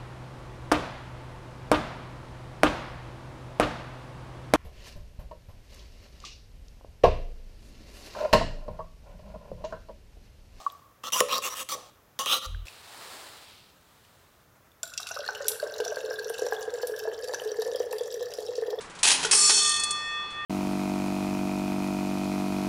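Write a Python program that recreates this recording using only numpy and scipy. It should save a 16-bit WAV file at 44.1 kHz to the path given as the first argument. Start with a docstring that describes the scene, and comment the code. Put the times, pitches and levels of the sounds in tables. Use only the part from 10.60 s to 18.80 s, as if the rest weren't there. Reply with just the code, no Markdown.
"""In a quiet hut a spoon stirs soup, scraping and knocking a small metal cup on a wooden table.
Stick-slip friction and impacts excite the cup's modes; near 2 s a bump shakes the microphone.
Then, farther off, a down jacket rustles by friction as someone bends to a water jug.
At 4.2 s its tap opens: a thin stream plops and spatters into a bottle, trapping bubbles that ring.
As the bottle fills, its air column shortens and rises in pitch."""
import sys
import numpy as np
from scipy import signal
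from scipy.io import wavfile
from scipy.ndimage import uniform_filter1d

SR = 44100
rng = np.random.default_rng(int(sys.argv[2]) if len(sys.argv) > 2 else 0)


def put_to_file(sound):
    """Save the sound as 16-bit audio at rate SR, in the file named by the first command-line argument."""
    columns = np.atleast_2d(sound).T  # one column per channel
    safe = np.clip(columns, -1, 1)
    whole_steps = np.round(safe * 32767)
    wavfile.write(sys.argv[1], SR, whole_steps.astype(np.int16))


N = 361619
T = np.arange(N) / SR
CUT_S = 2.053  # the scene moves from the table to the jug
OPEN_S, FULL_S = 4.23, 4.42  # the tap dribbles, then runs freely

# Spectrum of rustling nylon, also the hiss of the soup: frequency_hz, gain_db
RUSTLE_SPECTRUM = [(120, -31), (250, -15.5), (600, -10), (1050, -1.5), (1800, 6), (4000, 6), (7500, 2),
                   (12000, -11.5), (16000, -11)]
# Spectrum of a steel edge on metal: frequency_hz, gain_db
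EDGE_SPECTRUM = [(1200, -27), (2000, 1), (2400, -1), (3400, 1.5), (4700, -7), (5900, 0), (7000, -2.5),
                 (11000, -6.5), (16000, -4.5)]
# Resonance of the air above the water: time_s, pitch_hz
AIR_COLUMN = [(4.2, 1435), (4.7, 1506), (5.3, 1563), (6, 1613), (7, 1730), (8.2, 1800)]


def amp(db):
    """Converts decibels to an amplitude ratio."""
    return 10 ** (np.asarray(db) / 20)


def unit(x):
    """Normalises to rms 1."""
    return x / np.sqrt(np.mean(x ** 2) + 1e-20)


def peaked(x):
    """Normalises to peak 1."""
    return x / (abs(x).max() + 1e-20)


def equal_energy(x, over_s=0.01):
    """Normalises a transient to the energy of rms 1 held for over_s."""
    return x / np.sqrt(np.sum(x ** 2) / (over_s * SR) + 1e-20)


def read(points, hz):
    """Interpolates a curve on a log-frequency axis."""
    f, value = np.transpose(points)
    return np.interp(np.log(hz + 1), np.log(f + 1), value)


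def follow(points, time_s=T):
    """Interpolates a curve in time."""
    return np.interp(time_s, *np.transpose(points))


def between(start_s, end_s, fade_s=0.00084):
    """A gate with linear ramps."""
    return np.clip((T - start_s) / fade_s, 0, 1) * np.clip((end_s - T) / fade_s, 0, 1)


def add(mix, start_s, sound):
    """Superposes a sound on the mix."""
    part = mix[max(round(start_s * SR), 0):][:len(sound)]
    part += sound[:len(part)]


def colour(x, spectrum, size=4096):
    """A minimum-phase filter with the given spectrum."""
    log_gain = np.log(amp(np.maximum(read(spectrum, abs(np.fft.fftfreq(size, 1 / SR))), -100)))
    taps = np.fft.ifft(np.exp(np.conj(signal.hilbert(log_gain)))).real
    return signal.oaconvolve(x, taps[:size // 2])[:len(x)]


def passband(x, kind, hz, order=2):
    """A maximally flat low-, high- or band-pass filter."""
    return signal.sosfilt(signal.butter(order, hz, kind, fs=SR, output="sos"), x)


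def resonate(x, hz, width_hz):
    """A damped resonator of gain about 1 at a fixed or moving pitch."""
    r = np.exp(-np.pi * width_hz / SR)
    if np.ndim(hz) == 0:
        return 2 * signal.lfilter([1 - r], [1, -r * np.exp(2j * np.pi * hz / SR)], x + 1e-18).real
    turn = np.exp(2j * np.pi * np.cumsum(hz) / SR)
    return 2 * (turn * signal.lfilter([1 - r], [1, -r], x / turn + 1e-18)).real


def grains(per_s, spread_db, count=N):
    """Shot noise: random impulses of either sign, a few larger than the rest by a spread in level."""
    size = amp(spread_db * np.minimum(rng.exponential(1, count), 3.5))
    return size * rng.choice([-1, 1], count) * (rng.random(count) < per_s / SR)


def burst(decay_s, count=3500):
    """Exponentially decaying noise."""
    return rng.standard_normal(count) * np.exp(-np.arange(count) / SR / decay_s)


def bubble(hz, rise_s, glide=0., count=3500):
    """Trapped air pulsates as a damped oscillator, its pitch gliding up as it nears the surface."""
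    age = np.arange(count) / SR / rise_s
    envelope = np.tanh(1.73 * age) * np.exp(-(age / 2.29) ** 1.115)
    pitch_hz = hz * (1 + glide * np.tanh(age / 2 - 1))
    return peaked(envelope) * np.sin(2 * np.pi * np.cumsum(pitch_hz) / SR)


def hush(level_db=-61):
    """The hut's noise floor: steady broadband noise, strongest in the bass."""
    # frequency_hz, gain_db
    spectrum = [(12, -49.5), (20, -8.5), (96, 5.5), (182, -2.5), (293, -4.5), (337, -5), (590, -4.5),
                (873, -8), (1220, -5.5), (2460, -15.5), (4540, -20), (6360, -18.5), (8410, -24.5),
                (14700, -17.5), (16000, -21.5)]
    return amp(level_db) * unit(colour(rng.standard_normal(N), spectrum))


def hut(x):
    """Reverberation: dense reflections from wooden walls decay exponentially, the treble first."""
    # Reverberation times: frequency_hz, t60_s
    decay_times = [(200, 1), (800, 0.92), (2000, 0.99), (5500, 0.41), (10000, 0.43), (16000, 0.12)]
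    reflections = rng.standard_normal(SR) * (np.arange(SR) > .006 * SR)
    hz, t, spectra = signal.stft(reflections, SR, nperseg=256)
    tail = signal.istft(spectra * amp(-60 * t / read(decay_times, hz)[:, None]), SR, nperseg=256)[1]
    return signal.fftconvolve(x, tail / np.linalg.norm(tail))[:N]


def cup(x, wall_ratio=1):
    """Normal modes of the cup, damped by soup and fingers; sloshing soup shifts the upper ones."""
    # pitch_hz, width_hz, gain_db
    modes = [(190, 120, -3.5), (519.5, 25, 11), (655, 42, 3), (806, 110, 1.5), (1068, 51, 18),
             (1240, 67, 13), (1825, 100, 1.5)]
    ring = sum((-1) ** k * amp(db) * resonate(x, hz * wall_ratio if hz > 1000 else hz, width)
               for k, (hz, width, db) in enumerate(modes))
    return passband(ring, "high", 200, order=3)


def soup():
    """Flow noise: the spoon swishes through the liquid, excites the cup and frees a few bubbles."""
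    # Envelope of the swish: time_s, level_db
    stirring = [(0, -47.5), (.05, -52.5), (.12, -58), (.2, -66), (.42, -99), (1.08, -85), (1.15, -44.5),
                (1.23, -53), (1.45, -65)]
    # Freed bubbles: start_s, peak_db, pitch_hz, rise_s
    bubbles = [(0.0641, -16.5, 1134, 0.0031), (0.1006, -36.5, 3500, 0.00035), (0.1227, -41, 11900, 0.00049),
               (1.947, -36.5, 1570, 0.00094)]
    flow = grains(per_s=2100, spread_db=1.0)
    slosh = unit(resonate(resonate(flow, 790, 650), 790, 650))
    hiss = unit(colour(flow, RUSTLE_SPECTRUM))
    swish = unit(0.42 * unit(cup(flow)) + 0.64 * slosh + .5 * hiss)
    out = swish * amp(follow(stirring)) * between(0, 1.3)
    for start_s, db, hz, rise_s in bubbles:
        add(out, start_s, amp(db) * bubble(hz, rise_s, glide=0.0027))
    return out


def wall(x, progress, place_spread=0.025, drift=0.035):
    """The thin wall's bright modes differ from place to place and drift as the spoon travels."""
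    # pitch_hz, width_hz, gain_db
    modes = [(2824, 130, 6.5), (3300, 89, 2), (3900, 280, 1), (4400, 180, -1.5), (5020, 160, 2),
             (5600, 180, 2), (5960, 270, 5), (6600, 200, -0.5), (7440, 380, 1), (8700, 260, -5.5),
             (9900, 300, -4), (10800, 460, 1), (14400, 600, -2.5)]
    travel = drift * (np.minimum(progress, 1) - .5)
    metal = np.zeros(len(x))
    for hz, width, db in modes:
        detune = 1 + place_spread * rng.standard_normal() + travel * rng.standard_normal()
        metal += amp(db) * resonate(x, hz * detune, width)
    spot = burst(0.00086)  # each spot adds its own close, short-lived modes
    return 0.56 * metal + 0.92 * signal.fftconvolve(metal, spot / np.linalg.norm(spot))[:len(x)]


def scrapes(ease_db_per_s=191.5, lift_s=0.0031, chatter_width_hz=480, brighten=0.15, count=10000):
    """Stick-slip friction rings the cup; pressure brightens a stroke and speed raises its chatter."""
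    # Spoon strokes: start_s, hardest_s, end_s, level_db, swell_db_per_s, cup_db, edge_db,
    # chatter_from_hz, chatter_to_hz, wall_ratio
    strokes = [(0.4346, 0.476, 0.49, -34.5, 109.5, -3, -8, 3060, 3860, 1.06),
               (0.521, 0.534, 0.6, -32, 600, 2, 7.5, 3620, 6200, 0.95),
               (0.568, 0.606, 0.61, -32, 160, -1, 5.5, 5660, 8050, 1.14),
               (0.616, 0.62, 0.69, -44, 30, 6, -2, 2980, 2400, 1.05),
               (.683, 0.741, 0.79, -27, 184, -1, -6, 2160, 4800, 1.01),
               (0.819, 0.86, 0.89, -35.5, 212, 3, 4.5, 2500, 3300, 1.03),
               (0.897, 0.945, 0.94, -45, 132, 7.5, 8, 2000, 2080, 1),
               (0.948, 1.003, 1.03, -37.5, 131, -2, 5, 1910, 2090, 1.02),
               (1.088, 1.125, 1.148, -36.5, 130, 2, 6.5, 3750, 5600, 1.054),
               (1.59, 1.592, 1.596, -26, 100, -5, -4.5, 3140, 6200, 1.0),
               (1.596, 1.61, 1.67, -34, 27, -1.5, -4.5, 3080, 3180, 1.02),
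               (1.66, 1.731, 1.789, -23, 160, -6, -4.5, 2760, 4400, 1.094),
               (1.815, 1.855, 1.862, -41, 160, 1.5, -1, 3300, 4700, 1.1)]
    out, t = np.zeros(N), np.arange(count) / SR
    for start, hardest, end, db, swell, cup_db, edge_db, from_hz, to_hz, wall_ratio in strokes:
        slips = grains(per_s=12000, spread_db=3.5, count=count)
        grit_db = 2 * unit(uniform_filter1d(rng.standard_normal(count), size=45))
        catches = grains(per_s=700, spread_db=4.0, count=count)
        slips = unit(unit(slips * amp(grit_db)) + 0.53 * unit(catches))
        progress, past_s = t / (end - start), start + t - hardest
        contact = np.minimum(t / 0.0008, 1) * np.exp(-np.maximum(start + t - end, 0) / lift_s)
        press_db = np.minimum(swell * past_s, -ease_db_per_s * past_s)
        force = contact * amp(db + press_db)
        chatter_hz = np.interp(progress, [0, 1], [from_hz, to_hz])
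        chatter = resonate(slips, chatter_hz, chatter_width_hz)
        chatter += 0.14 * resonate(slips, 1.52 * chatter_hz, chatter_width_hz)
        chatter = force * amp(-3) * unit(passband(chatter, "high", 1500))
        hiss = force * amp(edge_db - 1 + brighten * press_db) * unit(colour(slips, EDGE_SPECTRUM))
        metal = wall(hiss + .5 * chatter, progress)
        ring = amp(cup_db) * cup(slips * force, wall_ratio) / cup(slips, wall_ratio).std()
        add(out, start, ring + 0.63 * chatter + 0.8 * metal + 0.5 * hiss)
    return out


def knocks():
    """Impact excitation: steel clicks, then the cup and the table ring with their impulse responses."""
    # Blows of the spoon: start_s, ring_db, click_db, thud_db
    blows = [(0.4353, -27, -43.5, -59.5), (0.503, -45, -35.5, -59.5), (0.558, -21, -36, -47.5),
             (0.6049, -10, -7, -13.5), (0.782, -30, -23, -33), (0.877, -28, -45, -50),
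             (0.867, -29.5, -40, -38.5), (1.089, -30, -28, -50.5), (1.147, -48.5, -49, -34.5),
             (1.59, -26, -23.5, -60), (1.66, -22.5, -20, -37)]
    # Modes of the wooden table: pitch_hz, width_hz, weight_db
    board_modes = [(139, 22, -17), (220, 16, -13), (439, 11, 2), (500, 11.3, 10), (570, 5, 2)]
    out, impulse = np.zeros(N), signal.unit_impulse(SR // 3)
    ring = peaked(cup(impulse))
    boards = sum(amp(db) * resonate(impulse, hz, width) / np.sqrt(width) for hz, width, db in board_modes)
    thud = peaked(passband(boards, "high", 93))
    for start_s, ring_db, click_db, thud_db in blows:
        click = np.tanh(unit(colour(burst(decay_s=0.0004), EDGE_SPECTRUM)) / 4)
        add(out, start_s, amp(click_db) * peaked(passband(click, "high", 400)))
        add(out, start_s + 0.00261, amp(ring_db) * ring)
        add(out, start_s + 0.00366, amp(thud_db) * thud)
    return out


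def bump():
    """Structure-borne sound: the bumped microphone shudders at its mount's natural frequencies."""
    # Modes of the mount: pitch_hz, gain_db
    modes = [(42, 15), (82, 10)]
    # Envelope of the shudder: time_s, level_db
    shudder = [(1.85, -52), (1.87, -38), (1.96, -31.5), (1.986, -37), (2.01, -37), (2.05, -42.5)]
    shake = sum(amp(db) * np.sin(2 * np.pi * hz * T) for hz, db in modes)
    rumble = passband(rng.standard_normal(N), "low", 110, order=4)
    envelope = amp(follow(shudder)) * between(1.855, CUT_S + 0.0055, fade_s=0.0083)
    return unit(unit(shake) + 0.22 * unit(rumble)) * envelope


def jacket(weave_hz=3300, weave_rise_hz=1150, crumple_db=0.6):
    """Friction noise: padding rubs, nylon hisses, and sleeves zip higher as they slide faster."""
    # Turning, bending, reaching and settling: fastest_s, half_length_s, rub_db, swish_db
    moves = [(2.098, 0.25, -55, -50.5), (2.534, 0.29, -47, -44.5), (2.897, 0.2, -64.5, -52),
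             (3.44, 0.4, -64.5, -62.5), (3.962, 0.018, -60, -81), (4.066, 0.026, -63, -80),
             (4.187, 0.029, -66, -84)]
    speed = np.array([np.exp(-((T - s) / half_s) ** 2) for s, half_s, _, _ in moves])
    rub, swish = np.sqrt(amp(np.transpose(moves)[2:]) ** 2 @ speed ** 2)  # moves add in power
    cloth = colour(grains(per_s=6800, spread_db=0.0), RUSTLE_SPECTRUM)
    padding = unit(passband(cloth, "band", [180, 815]))
    weave = unit(resonate(cloth, weave_hz + weave_rise_hz * peaked(swish), width_hz=1300))
    sleeves = unit(unit(passband(cloth, "band", [2260, 5500])) + 0.27 * weave)
    hiss = np.sqrt(rub * swish) * unit(passband(cloth, "band", [7500, 16000]))
    folds = amp(crumple_db * unit(uniform_filter1d(rng.standard_normal(N), size=900)))
    rustle = amp(-1) * (rub * padding + swish * sleeves) + amp(-4) * hiss
    return rustle * folds * between(CUT_S, 4.6)


def bottle(x, direct_share=0.46):
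    """Standing waves across the bottle colour a splash."""
    # Transverse air modes: pitch_hz, width_hz, gain_db
    modes = [(2700, 67, 0.5), (3526, 65, 3.5), (3890, 150, 4.5), (4505, 150, 0), (5300, 350, 5),
             (5730, 220, 5.5), (7180, 340, -0.5), (9470, 250, -5), (10270, 110, -4), (11200, 300, -6),
             (11850, 230, -1.5), (14700, 400, 2)]
    return direct_share * x + sum(amp(db) * resonate(x, hz, width) for hz, width, db in modes)


def scatter(per_s, count=90):
    """Jittered moments of the pour, each with three normally distributed values."""
    draws = rng.standard_normal((count, 4))
    times = FULL_S + (np.arange(count) + 1 + np.tanh(draws[:, 0]) / 2) / per_s
    return [(s, *chance) for s, chance in zip(times, draws[:, 1:]) if s < T[-1]]


def ticks():
    """Drop impact: a crack, a splash and a trapped bubble's ping. Returns drops and treble spray."""
    # Ticks of handling the bottle, and drops striking it: start_s, ping_db, ping_hz, splash_db, spray_db
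    impacts = [(2.069, -50, 2620, -49, -64), (2.082, -44, 2630, -49, -66), (3.449, -64, 3000, -67, -78),
               (4.117, -64, 3550, -73, -75), (4.2311, -31.5, 7360, -36, -44), (4.276, -62, 4590, -58, -51),
               (4.337, -49, 5300, -42, -56), (4.3764, -35.5, 5730, -29, -53), (4.402, -47, 5280, -44, -50),
               (4.4302, -40.5, 3830, -45, -55), (4.47, -41, 2670, -39, -50), (4.489, -52, 4010, -38.5, -54),
               (4.6628, -46, 4350, -48, -56), (4.6777, -35, 4290, -48, -60), (4.749, -43, 2870, -45, -56),
               (4.868, -52, 5710, -42, -61), (4.8823, -30, 9730, -27.5, -23.5),
               (4.894, -37, 11050, -43, -41), (4.999, -42, 4410, -47, -52), (5.2021, -43, 2900, -43, -52),
               (5.2494, -38.5, 5700, -40.5, -51), (5.2786, -36, 5790, -43, -69),
               (5.3582, -43, 4440, -47, -52), (5.5945, -42.5, 4410, -45, -66),
               (5.6968, -42, 9300, -50, -43.5), (5.8645, -42.5, 5600, -42, -51),
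               (6.1389, -44.5, 7280, -46, -57), (6.2706, -43, 9650, -42.5, -39),
               (6.6422, -52, 5530, -43, -52), (6.6842, -45, 4630, -45.5, -53), (6.736, -45, 4600, -41, -51),
               (6.744, -35, 5920, -39, -52), (6.7982, -41, 3000, -54, -68), (6.9162, -42, 5800, -49, -72),
               (7.1995, -44.5, 5860, -51, -70), (7.3265, -47, 2630, -46, -43),
               (7.383, -43.5, 4700, -44, -50), (7.5412, -43, 5800, -46, -52), (7.7373, -44, 4900, -42, -50)]
    drops, spray = np.zeros(N), np.zeros(N)
    lesser = [(s, -54 + size, 4670 * 2 ** (0.356 * np.clip(pitch, -2, 2)), -51 + size / 2, -62 + crisp)
              for s, size, pitch, crisp in scatter(per_s=11)]
    for start_s, ping_db, ping_hz, splash_db, spray_db in impacts + lesser:
        splash = bottle(burst(decay_s=0.0054) + 0.7 * burst(decay_s=0.00061))
        middle = passband(splash, "band", [2300, 8000], order=5)
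        treble = passband(splash, "band", [8200, 14000], order=4)
        ping = bubble(ping_hz, rise_s=0.00087)
        add(drops, start_s, amp(splash_db - 1) * equal_energy(middle))
        add(spray, start_s, amp(spray_db + 0.5) * equal_energy(treble))
        add(drops, start_s + 0.00066, amp(ping_db + 0.5) * equal_energy(ping))
    return drops, spray


def neck(x):
    """Cavity resonance: the air in the neck bounces on the air in the bottle, a hollow note."""
    # pitch_hz, width_hz, gain_db
    modes = [(436, 20, 9), (490, 54, 0), (585, 190, -26)]
    return sum(amp(db) * resonate(x, hz, width) for hz, width, db in modes)


def shallow_db(time_s, empty_db=-36, deepen_s=0.33):
    """Bubbles need depth: their level recovers as a pool forms under the stream."""
    return empty_db * np.exp(-np.maximum(time_s - OPEN_S, 0) / deepen_s)


def stream(dribble_db=-9.5, gurgle_db=-42, column_db=-48, fade_db_per_s=2.5):
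    """Air entrainment: small bubbles drive the neck and the air column, which rings less as it fills."""
    flow = amp(np.interp(T, [FULL_S - .06, FULL_S], [dribble_db, 0]))
    flow *= between(OPEN_S, np.inf, fade_s=0.0069)
    column_hz = follow(AIR_COLUMN)
    bubbles = np.zeros(N)
    for hz in np.geomspace(420, 2000, 16):
        births = grains(per_s=12, spread_db=2.5)
        bubbles += signal.oaconvolve(births, bubble(hz, rise_s=1.19 / hz, glide=0.14))[:N]
    gurgle = unit(passband(neck(bubbles) + 0.021 * bubbles, "high", 382, order=10))
    ring = unit(passband(resonate(bubbles, column_hz, width_hz=103), "high", 350))
    ring_db = column_db + 0.059 * shallow_db(T) - fade_db_per_s * (T - OPEN_S)
    return (amp(gurgle_db + shallow_db(T)) * gurgle + amp(ring_db) * ring + spatter(column_hz)) * flow


def spatter(column_hz, spurt_s=0.0033, shared_share=0.3, fizz_db=-15, quality=4.2):
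    """Tiny splashes, spurts of noise in one band or several at once, excite the bottle's air modes."""
    # Overtones of the air column: pitch_ratio, width_hz, gain_db
    overtones = [(1.86, 126, 3), (2.75, 200, 1)]
    # Less spatter as the bottle fills: time_s, level_db
    envelope = [(4.25, -43.5), (4.7, -48), (5.3, -46.5), (6.5, -51), (7.1, -49), (7.5, -50.5), (8.2, -51.5)]
    # Spectrum of the spray: frequency_hz, gain_db
    spectrum = [(1240, -56), (2100, -16), (2500, 0.5), (3400, 0.5), (5700, -0.5), (6600, -2), (8600, -7),
                (14000, -7), (16000, -7)]
    drops, splash = abs(grains(per_s=45, spread_db=4.0)), np.zeros(N)
    for hz in np.geomspace(2800, 13500, 13):
        hits = abs(grains(per_s=8, spread_db=4.0)) + drops * (rng.random(N) < shared_share)
        spurts = signal.lfilter([1], [1, -np.exp(-1 / (spurt_s * SR))], hits) * rng.standard_normal(N)
        splash += resonate(resonate(spurts, hz, hz / quality), hz, hz / quality)
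    splash = unit(splash) + amp(fizz_db) * rng.standard_normal(N)
    column = sum(amp(db) * resonate(splash, ratio * column_hz, width) for ratio, width, db in overtones)
    return amp(follow(envelope)) * unit(colour(column + bottle(splash, direct_share=0.39), spectrum))


def plops(slap_db=6, column_db=8, fade_db_per_s=3.5, neck_db=-9, rise_cycles=2.41):
    """Cavity collapse: each air pocket slaps shut and booms; the neck and air column ring on."""
    # Large pockets pulled under by the stream: start_s, boom_db, pitch_hz, shut_db
    pockets = [(4.233, -41, 675, -42.5), (4.397, -40, 706, -47.5), (4.51, -31.5, 675, -42),
               (4.562, -33, 539, -40), (4.592, -28.5, 584, -45.5), (4.687, -41, 800, -29),
               (4.804, -29, 557, -57), (5.027, -19.5, 604, -40), (5.04, -34, 465, -57),
               (5.064, -27.5, 490, -42.5), (5.216, -26.5, 464, -44), (5.26, -29, 695, -43),
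               (5.79, -28.5, 490, -41), (5.1996, -22, 463, -37), (5.319, -24, 610, -37),
               (5.368, -27.5, 496, -32), (5.485, -25.5, 500, -54), (5.508, -27, 481, -35),
               (5.699, -27, 460, -35.5), (5.819, -18.5, 467, -38.5), (5.843, -24.5, 484, -50),
               (5.8645, -29, 555, -37), (5.922, -28, 439, -26.5), (6.076, -24.5, 458, -43),
               (6.133, -26, 480, -54), (6.231, -26, 490, -36.5), (6.294, -29, 480, -45),
               (6.317, -28, 447.5, -58), (6.526, -30.5, 460, -63), (6.816, -30, 480, -38),
               (7.02, -48, 480, -35.5), (7.081, -27, 480, -43), (7.123, -27, 500, -56),
               (7.225, -29, 466, -63), (7.541, -25, 473, -57), (7.615, -29.5, 480, -58),
               (6.452, -23.5, 649, -40), (6.473, -25, 447, -37), (6.678, -28.5, 500, -45),
               (6.735, -25.5, 467, -33.5), (6.597, -35, 524, -56), (6.63, -30, 490, -58),
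               (6.692, -32, 500, -38), (6.719, -29.5, 597, -45), (6.855, -25, 437, -53),
               (6.916, -24, 471, -65), (6.985, -22, 453, -45), (7.062, -24, 494, -44),
               (7.148, -22.5, 510, -44), (7.201, -17.5, 480, -38.5), (7.329, -32, 490, -34),
               (7.406, -24.5, 480, -41), (7.785, -23.5, 480, -51), (7.887, -25.5, 480, -66),
               (7.98, -21, 475, -48), (8.021, -23.5, 467, -38.5), (8.08, -22.5, 452, -43),
               (8.128, -22.5, 485, -39.5), (8.182, -29, 497, -40)]
    booms, rings = np.zeros(N), np.zeros(N)
    lesser = [(s, -33.5 + shallow_db(s) + 3 * size, 480 * 2 ** (0.099 * pitch), -49.5 + 3 * force)
              for s, size, pitch, force in scatter(per_s=6.4)]
    for start_s, boom_db, hz, shut_db in pockets + lesser:
        rise_s = rise_cycles / hz * rng.uniform(0.44, 1.31)  # higher bubbles die sooner
        boom = bubble(hz, rise_s, glide=rng.uniform(0, 0.028))
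        slosh = resonate(resonate(burst(decay_s=0.009), 870, 690), 860, 620)
        slap = bubble(rng.uniform(608, 930), rise_s=0.0012) + 0.27 * peaked(passband(slosh, "high", 720))
        ring = bubble(follow(AIR_COLUMN, start_s) * rng.uniform(1.0, 1.03), rise_s=0.003)
        ring_db = column_db - fade_db_per_s * (start_s - OPEN_S)
        add(booms, start_s, amp(boom_db - 1) * boom)
        add(rings, start_s + 0.000948, amp(shut_db) * (amp(slap_db) * slap + amp(ring_db) * ring))
    return passband(booms + amp(neck_db) * neck(booms) + rings, "high", 320, order=5)


def blips():
    """Bubble resonance: single small bubbles sing out and chirp upwards."""
    # start_s, peak_db, pitch_hz, rise_s, glide_share
    bubbles = [(4.57, -29, 1334, 0.0026, 0.2), (4.662, -37, 1770, 0.0027, 0.063),
               (4.808, -39.5, 1820, 0.0038, 0.046), (4.998, -31.5, 1580, 0.003, 0.043),
               (5.538, -32, 1630, 0.0038, 0.011), (5.586, -29, 1620, 0.0046, 0.0077),
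               (6.338, -31.5, 1660, 0.0025, 0.05), (6.744, -28, 1663, 0.0025, 0.063),
               (4.398, -37, 1220, 0.0025, 0.094), (4.512, -38, 2700, 0.0018, 0.04),
               (4.757, -34, 2950, 0.0016, 0.04), (5.965, -35, 3450, 0.0012, 0.02),
               (7.147, -35.5, 3300, 0.0014, 0.02), (7.396, -36, 3390, 0.0013, 0.02),
               (7.864, -33, 5420, 0.00091, 0.02), (8.188, -34, 3500, 0.0015, 0.02)]
    out = np.zeros(N)
    for start_s, db, hz, rise_s, glide in bubbles:
        add(out, start_s, amp(db) * bubble(hz, rise_s, glide))
    return out


def scene():
    """Direct plus reverberant sound: the near cup, then the far jug. Treble reverberates most."""
    near = scrapes() + knocks() + soup()
    near_send = amp(-21) * near + amp(-17) * passband(near, "high", 3000)
    table = (near + hut(near_send)) * between(0, CUT_S) + bump()
    pour = plops() + blips() + stream()
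    drops, spray = ticks()
    far_send = amp(-9) * pour + amp(-12) * drops + amp(-7) * spray
    jug = pour + drops + spray + hut(far_send) + jacket()
    return (table + jug + hush())[None]


def record(dry):
    """Band limiting: a linear-phase low-pass at 16 kHz."""
    return signal.oaconvolve(dry, signal.firwin(511, 16000, window=("kaiser", 9), fs=SR)[None], "same")


dry = scene()
out = record(dry)
put_to_file(out)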